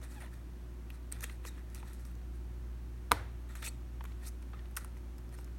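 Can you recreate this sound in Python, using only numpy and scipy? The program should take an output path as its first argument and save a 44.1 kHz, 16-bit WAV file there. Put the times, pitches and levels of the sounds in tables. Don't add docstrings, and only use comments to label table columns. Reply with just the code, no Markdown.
import sys
import numpy as np
from scipy import signal
from scipy.fft import rfft, irfft, next_fast_len
from scipy.io import wavfile
from scipy.ndimage import uniform_filter1d, map_coordinates

SR = 44100
rng = np.random.default_rng(int(sys.argv[2]) if len(sys.argv) > 2 else 0)


def materialize(psi):
    bounded = np.clip(np.atleast_2d(psi).T, -1, 1)
    quanta = np.round(bounded * 32767).astype(np.int16)
    wavfile.write(sys.argv[1], SR, quanta)


def volts(x):
    e = np.asarray(x, float) / 20
    return 10 ** e


N = 246166
TOP_HZ = 16050


def unit(x):
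    return x / np.sqrt(np.mean(x ** 2) + 1e-20)


def along(points, hz):
    f, v = np.transpose(points)
    return np.interp(np.log(hz + 1), np.log(f + 1), v)


def wobble(rate_hz):
    knots = rng.standard_normal(int(N * rate_hz / SR) + 4)
    return map_coordinates(knots, [np.arange(N) * rate_hz / SR])


def filtered(x, response):
    m = next_fast_len(x.shape[-1] + 8192)
    spectrum = rfft(x, m) * response(np.fft.rfftfreq(m, 1 / SR))
    return irfft(spectrum, m)[..., :x.shape[-1]]


def modes(table):
    def response(f):
        total = 0
        for k, (hz, width_hz, db) in enumerate(table):
            damping = 1j * f * width_hz
            total = total + (-1) ** k * volts(db) * damping / (hz * hz - f * f + damping)
        return total
    return response


def add(track, start_s, sound):
    part = track[round(start_s * SR):][:len(sound)]
    part += sound[:len(part)]


# (time [s], push [dB], crack [dB])
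SNAP = [
    (3.1131, -25, -41),
    (3.1174, -7.5, -10.5),
    (3.1214, -28, -27),
    (3.1215, -26, -27),
    (3.1242, -26, -30),
    (3.128, -44, -38.5),
]
# (frequency [Hz], level [dB], t60 [s])
CASE = [(82, -26.5, 0.67), (102.6, -27, 0.53), (220, -31, 0.077), (296, -29, 0.14), (467, -19.5, 0.042),
        (790, -12, 0.0093), (998, -8.5, 0.027), (1220, 6, 0.0078), (1470, -6, 0.009), (2060, 1.5, 0.0053),
        (2440, -10, 0.0066), (3510, -4.5, 0.0051), (3840, -5.5, 0.0049), (5070, -19.5, 0.023)]
# (frequency [Hz], width [Hz], level [dB])
LATCH = [(3550, 1500, -13), (8600, 2000, -3.5), (12600, 4000, -8.5)]


def snap():
    out, t = np.zeros(N), np.arange(SR // 2) / SR
    rise_s = 0.00035
    for s, push_db, crack_db in SNAP:
        ring = np.zeros(len(t))
        for hz, db, t60_s in CASE:
            ring += volts(db + rng.normal(0, 1) - 60 * t / t60_s) * np.sin(2 * np.pi * hz * t)
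        burst = (t / rise_s) * np.exp(1 - t / rise_s) + volts(-13.0 - 60 * t / 0.024)
        grit = rng.standard_normal(len(t)) * burst
        add(out, s - 0.0006, volts(crack_db + 0.5) * filtered(grit, modes(LATCH)))
        add(out, s, volts(push_db) * ring * (1 - np.exp(-t / 0.00064)))
    return out


# (frequency [Hz], level [dB])
REACH = [(100, -40), (400, 0.5), (900, 3.5), (2000, -1), (2800, -11), (4200, -11.5), (6500, -18),
         (9000, -15), (16000, -23.5)]


def snap_far():
    blow = np.zeros(N)
    blow[round(SNAP[1][0] * SR)] = volts(-2.5)
    return filtered(blow, lambda f: volts(along(REACH, f)))


# (frequency [Hz], width [Hz], level [dB])
FILM = [(5100, 3100, -6), (8250, 250, -5), (10300, 1300, -12.5), (11400, 440, -4), (12500, 530, -11)]


def contact(grit, film_hz, width_hz, broad_db, *bodies):
    def film_response(f):
        broad = volts(broad_db) * abs(modes(FILM)(f))
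        bright = abs(modes([(film_hz, width_hz, 0)])(f))
        return np.hypot(broad, bright) * f ** 2 / (3500 ** 2 + f ** 2)

    def radiated(table):
        return lambda f: modes(table)(f) * 1j * f / (500 + 1j * f) / (1 + 1j * f / 5200) ** 2

    sound = unit(filtered(grit, film_response))
    for db, table in bodies:
        sound = sound + volts(db) * unit(filtered(grit, radiated(table)))
    return sound


# (frequency [Hz], width [Hz], level [dB])
BOARD = [(540, 220, 1), (920, 59, 3.5), (1280, 204, 4), (1900, 226, 6.5)]
# (frequency [Hz], width [Hz], level [dB])
SHIELD = [(2490, 300, 8), (3610, 400, 7.5), (4260, 74, 4)]
# (time [s], peak [dB], knock share [dB], brightest [Hz])
FLICKS = [(0.2044, -45, -9, 9220), (0.9023, -44.5, -3, 12900), (1.118, -37.5, -8, 8700),
          (1.124, -27, -13.5, 8600), (1.2075, -33.5, -9, 6350), (1.2366, -29, -11, 12300),
          (1.2407, -26.5, -4, 7400), (1.7, -50, -13, 6320), (1.7472, -34, -14, 9200),
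          (1.9328, -43, -17, 9800), (1.9949, -51, -14, 5560), (2.0515, -45, -16, 5170),
          (2.113, -53, -5, 11400), (2.153, -51, -14, 5740), (4.04, -41, -17, 12700),
          (4.4243, -48, -18, 9100), (4.7117, -52, -6, 10960), (4.7554, -50, -4, 6430),
          (4.7663, -23.5, -22, 9500), (4.7707, -22.5, -8, 11400), (4.775, -37, -4, 8500),
          (4.781, -35, -6, 9000), (4.8463, -36.5, -3, 9400), (4.9742, -50.5, -14, 5960),
          (5.1821, -46, -7, 5270), (5.1874, -52, 1, 11000), (5.2919, -52, -7.5, 5400),
          (5.411, -50, -5, 11300), (5.4445, -45, -10, 6750)]
# (time [s], peak [dB], knock share [dB], knock [Hz], case ring [dB])
TAPS = [(0.017, -49, -2, 1190, -8), (0.903, -54.5, 14.5, 2900, -14), (1.297, -45.5, 5.5, 1910, -10),
        (1.451, -42.5, 7.5, 860, -6), (1.5796, -56, 8, 1660, -9), (1.828, -57, 14.5, 1000, 3.5),
        (2.215, -62, 12, 700, -2), (3.493, -61, 0, 2190, -5), (3.5534, -37.5, 0, 1470, -12),
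        (3.6264, -41, 9.5, 1560, -12), (4.0081, -55, 21, 940, -12), (4.041, -49, 9, 1080, -15),
        (4.0522, -44.5, 7, 1220, -14), (4.1198, -56, 9, 3420, -17), (4.5328, -67.5, 22, 1230, 9),
        (4.5924, -63, 15, 3200, -12), (4.6565, -60.5, 10.5, 2900, -12), (4.426, -61, 11, 2500, -12),
        (4.769, -46.5, 15.5, 1250, -7), (4.9687, -56, 1.5, 2010, 6), (5.3255, -56, 8.5, 830, -3),
        (5.3871, -54, 7.5, 855, 4), (5.477, -57, 6, 965, -2)]
LOOSE_KNOCK_HZ, SEATED_KNOCK_HZ = 1900, 1320
FLICK_T60_S, FLICK_RING_DB = 0.015, -4.5
TAP_FILM_HZ, TAP_T60_S = 6800, 0.021


def ticks():
    out, t = np.zeros(N), np.arange(SR // 20) / SR
    events = []
    for s, db, knock_db, film_hz in FLICKS:
        knock_hz = LOOSE_KNOCK_HZ if s < SNAP[0][0] else SEATED_KNOCK_HZ
        events.append((s, db, knock_db, knock_hz, film_hz, FLICK_T60_S, FLICK_RING_DB))
    for s, db, knock_db, knock_hz, ring_db in TAPS:
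        events.append((s, db, knock_db, knock_hz, TAP_FILM_HZ, TAP_T60_S, ring_db))
    for s, db, knock_db, knock_hz, film_hz, t60_s, ring_db in events:
        grit = rng.standard_normal(len(t)) * volts(-60 * t / max(t60_s, 0.004))
        grit *= 1 - np.exp(-t / 0.00006)
        grit[8:11] += 3.5, -1.5, 0.5
        scale = np.sqrt(np.mean(grit ** 2))
        part = knock_db - 1.0, [(knock_hz, 0.78 * knock_hz, 0)]
        case = knock_db + ring_db, [(480, 80, -2.5), (800, 110, -3), (knock_hz, 90, 0.5)]
        board = knock_db - 16.5, BOARD + SHIELD
        add(out, s, volts(db - 7.5) * scale * contact(grit, film_hz, 900, -0.71, part, case, board))
    return out


# (peak time [s], rise [s], fall [s], hiss [dB], body share [dB])
STROKES = [(0.036, 0.024, 0.043, -56, -1), (0.12, 0.048, 0.15, -59, -3.5), (0.21, .012, 0.079, -58.5, 3),
           (0.338, 0.039, .07, -66, 1), (0.944, 0.036, 0.045, -65, 0), (1.315, 0.058, 0.072, -62, -2),
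           (1.455, .03, .02, -61, 3), (1.588, .06, .04, -69, 6), (1.73, .06, .02, -67.5, -3),
           (1.884, 0.061, 0.081, -62, 1), (2.0, 0.023, 0.06, -65, -4.5), (2.356, 0.026, .04, -69, -4),
           (3.497, .015, 0.085, -63.5, 3), (3.61, 0.046, 0.039, -58, -6), (4.24, .04, 0.035, -63, 3.5),
           (4.262, .045, .012, -56, -9), (4.981, .025, .02, -72, -6), (5.349, 0.041, 0.016, -60, -3.5),
           (5.384, 0.028, 0.066, -64.5, -3)]
# (time [s], fall [s], hiss [dB], board share [dB], covers share [dB])
DRAGS = [(1.13, .02, -55.5, -6, -2), (1.141, 0.28, -65.5, 2, -2), (1.239, 0.023, -47.5, -5, 0.5),
         (1.262, 0.044, -60, 1, -4), (1.5, 0.13, -73.5, 6, -1), (1.755, .07, -54.5, -5, -4.5),
         (1.934, 0.068, -62, -15, -18), (2.052, 0.088, -64, -3, -9), (3.559, 0.048, -54.5, -1, -5.5),
         (4.056, 0.006, -62, 4, 4), (4.07, 0.15, -72, 2, 0.5), (4.542, 0.13, -84.5, 18.5, 11),
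         (4.772, 0.029, -48, -1.5, -8.5), (4.801, 0.092, -60.5, 1, -8)]
# (time [s], hold [s], hiss [dB], board share [dB], covers share [dB])
SCRAPES = [
    (1.22, 0.022, -50.5, -2, -8.5),
    (1.463, .025, -49, -9, -13),
    (4.266, 0.022, -48.5, -15, -16.5),
    (3.625, 0.016, -52, 1, 0),
    (3.643, 0.041, -44.5, -9.5, -5.5),
]
SHIELD_DB = -5.5
DRAG_RISE_S, SCRAPE_RISE_S, SCRAPE_FALL_S = 0.002, 0.006, 0.01
FADE_DB, BODY_HOLDS = 19, 0.23
SWELL = 1.23
SLIDE_HZ, SLIDE_SCATTER = 8500, 0.05


def rubs():
    out = np.zeros(N)
    strokes = [(s, rise, 0, fall, db, body_db, body_db + SHIELD_DB) for s, rise, fall, db, body_db in STROKES]
    drags = [(s, DRAG_RISE_S, 0, *rest) for s, *rest in DRAGS]
    scrapes = [(s, SCRAPE_RISE_S, hold, SCRAPE_FALL_S, *rest) for s, hold, *rest in SCRAPES]
    for s, rise_s, hold_s, fall_s, db, board_db, shield_db in strokes + drags + scrapes:
        noise = rng.standard_normal((2, SR // 4))
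        chance = rng.random(SR // 4)
        t = np.arange(-max(rise_s, 0.002), hold_s + np.clip(fall_s, 0.004, 0.15), 1 / SR)[:SR // 4]
        clumps = np.interp(t, t[::90], noise[1, :len(t[::90])])
        crackles = chance[:len(t)] < 0.012
        grit = noise[0, :len(t)] * volts(2.1 * clumps + 9 * crackles)
        away = np.maximum((t - hold_s) / max(fall_s, 0.004), t / t[0]).clip(0)
        loss_db = FADE_DB * away ** SWELL
        board = board_db + BODY_HOLDS * loss_db, BOARD
        shield = shield_db + BODY_HOLDS * loss_db, SHIELD
        film_hz = SLIDE_HZ * (1 + SLIDE_SCATTER * noise[1, -1])
        sound = contact(grit, film_hz, 900, 0.9, board, shield)
        edge = np.clip(np.minimum(t - t[0], (t[-1] - t) / 2) / 0.0016, 0, 1)
        add(out, max(s + t[0], 0), volts(db - loss_db) * edge * sound)
    return out


def patchy(x, depth_db):
    z = signal.stft(x, nperseg=128)[2]
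    field = uniform_filter1d(rng.standard_normal(z.shape), size=3, axis=0)
    field = uniform_filter1d(field, size=7, axis=1)
    gain = volts(depth_db * unit(field))
    return signal.istft(z * gain / np.sqrt(np.mean(gain ** 2)), nperseg=128)[1][:N]


# (time [s], length [s], first [Hz], last
# [Hz], level [dB])
SQUEAKS = [(0.153, 0.046, 903, 760, -58.5), (0.216, 0.036, 957, 524, -56), (0.25, 0.026, 1026, 920, -61),
           (1.1222, 0.0033, 8600, 8100, -31.5), (1.296, 0.0061, 2060, 1880, -46.5),
           (1.474, 0.0088, 1900, 1840, -52), (1.475, 0.025, 3860, 3670, -58),
           (1.495, 0.061, 3670, 3680, -70), (3.634, 0.047, 5700, 5950, -57),
           (3.674, 0.019, 8150, 8230, -40.5), (3.675, 0.0213, 4280, 4350, -50),
           (3.659, 0.023, 2587, 2490, -48), (4.538, 0.0164, 1345, 1180, -56), (4.558, .02, 1075, 1020, -64),
           (4.583, 0.025, 1860, 1820, -60.5), (5.372, 0.024, 5300, 5160, -66.5)]
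# (frequency [Hz], level per overtone [dB])
OVERTONES = [(1000, -4), (1300, -9), (2000, -14)]


def squeaks():
    out = np.zeros(N)
    for s, length_s, first_hz, last_hz, db in SQUEAKS:
        u = np.linspace(0, 1, round(length_s * SR))
        shake = np.interp(u, np.linspace(0, 1, num=12), rng.standard_normal(12))
        hz = (first_hz + (last_hz - first_hz) * u) * (1 + 0.0265 * shake)
        turn = 2 * np.pi * np.cumsum(hz) / SR
        step_db = along(OVERTONES, first_hz)
        tone = np.zeros(len(u))
        for k in range(4):
            if (k + 1) * first_hz < TOP_HZ:
                tone += volts(step_db * k) * np.sin((k + 1) * turn)
        add(out, s, volts(db + 2.9 * shake) * np.sqrt(np.sin(np.pi * u).clip(0)) * tone)
    return out


# (frequency [Hz], t60 [s])
SHOP = [(200, 0.56), (1000, 0.44), (3000, 0.48), (8000, 0.34), (16000, 0.18)]


def shop(x):
    hz, t, z = signal.stft(rng.standard_normal(SR // 2), SR, nperseg=256)
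    decay = volts(-60 * t / along(SHOP, hz)[:, None])
    tail = signal.istft(z * decay, SR, nperseg=256)[1]
    delayed = np.pad(x, (300, 0))
    return signal.fftconvolve(delayed, tail / np.linalg.norm(tail))[:N]


# (time [s], fundamental level [dB])
HUM = [(0.0, -45), (0.2, -46), (0.79, -45), (1.3, -43.5), (1.85, -45), (2.44, -41.5), (2.52, -43.5),
       (2.67, -41), (2.8, -43.5), (3.28, -43.5), (3.91, -44), (4.01, -41), (4.09, -42.5), (5.3, -45),
       (5.58, -43)]
# (multiple [1], level [dB])
ORDER = [(2, -15.5), (3, -21), (4, -24.5), (5, -28.5)]
# (frequency [Hz], level [dB], blur [Hz])
BUZZ = [
    (363, -67, 0.55),
    (14420, -88, 51),
]
MOTOR_HZ, WAVER_DB = 59.2, 1.6


def motor():
    t = np.arange(N) / SR
    turn = 2 * np.pi * MOTOR_HZ * t
    hum = np.sqrt(2) * volts(np.interp(t, *np.transpose(HUM))) * np.sin(turn)
    for k, db in ORDER:
        level = volts(-41.5 + db + WAVER_DB * wobble(5.7))
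        hum += level * np.sin(k * turn + 1.16 * wobble(4.5) + k)
    for hz, db, blur_hz in BUZZ:
        level = np.sqrt(2) * volts(db + WAVER_DB * wobble(4.73))
        hum += level * np.sin(2 * np.pi * np.cumsum(hz + blur_hz * wobble(40)) / SR)
    return hum


# (frequency [Hz], density [dB per Hz])
AIR = [(25, -18), (45, 0), (75, -8), (100, 2), (150, -7.5), (350, -9), (390, -18), (1700, -25.5),
       (2600, -30.5), (4000, -34.5), (8000, -36), (15500, -41), (16300, -30)]


def air():
    noise = filtered(rng.standard_normal(N), lambda f: volts(along(AIR, f)))
    return volts(-54.5 + 0.043 * wobble(6.6)) * unit(noise)


def scene():
    fingers = ticks() + patchy(rubs(), depth_db=2.5)
    hand = fingers + squeaks() + snap()
    hand = hand + volts(-18.5) * shop(fingers) + shop(snap_far())
    bass_cut = lambda f: (1j * f / (45 + 1j * f)) ** 2
    return (filtered(hand, bass_cut) + motor() + air())[None]


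def band_limit(x):
    return signal.sosfilt(signal.butter(12, 16680, fs=SR, output="sos"), x)


# (frequency [Hz], width [Hz], level [dB])
PORT = [(4980, 133, -5.5), (7580, 1000, -2.5), (10620, 590, -3)]


def record(dry):
    dips = lambda f: volts(sum(db * np.exp(-((f - hz) / width_hz) ** 2) for hz, width_hz, db in PORT))
    edge = lambda f: volts(-25 * (f > TOP_HZ) - 80 * (f > TOP_HZ + 630))
    mix = filtered(dry, lambda f: dips(f) * edge(f))
    return band_limit(mix)


dry = scene()
out = record(dry)
materialize(out)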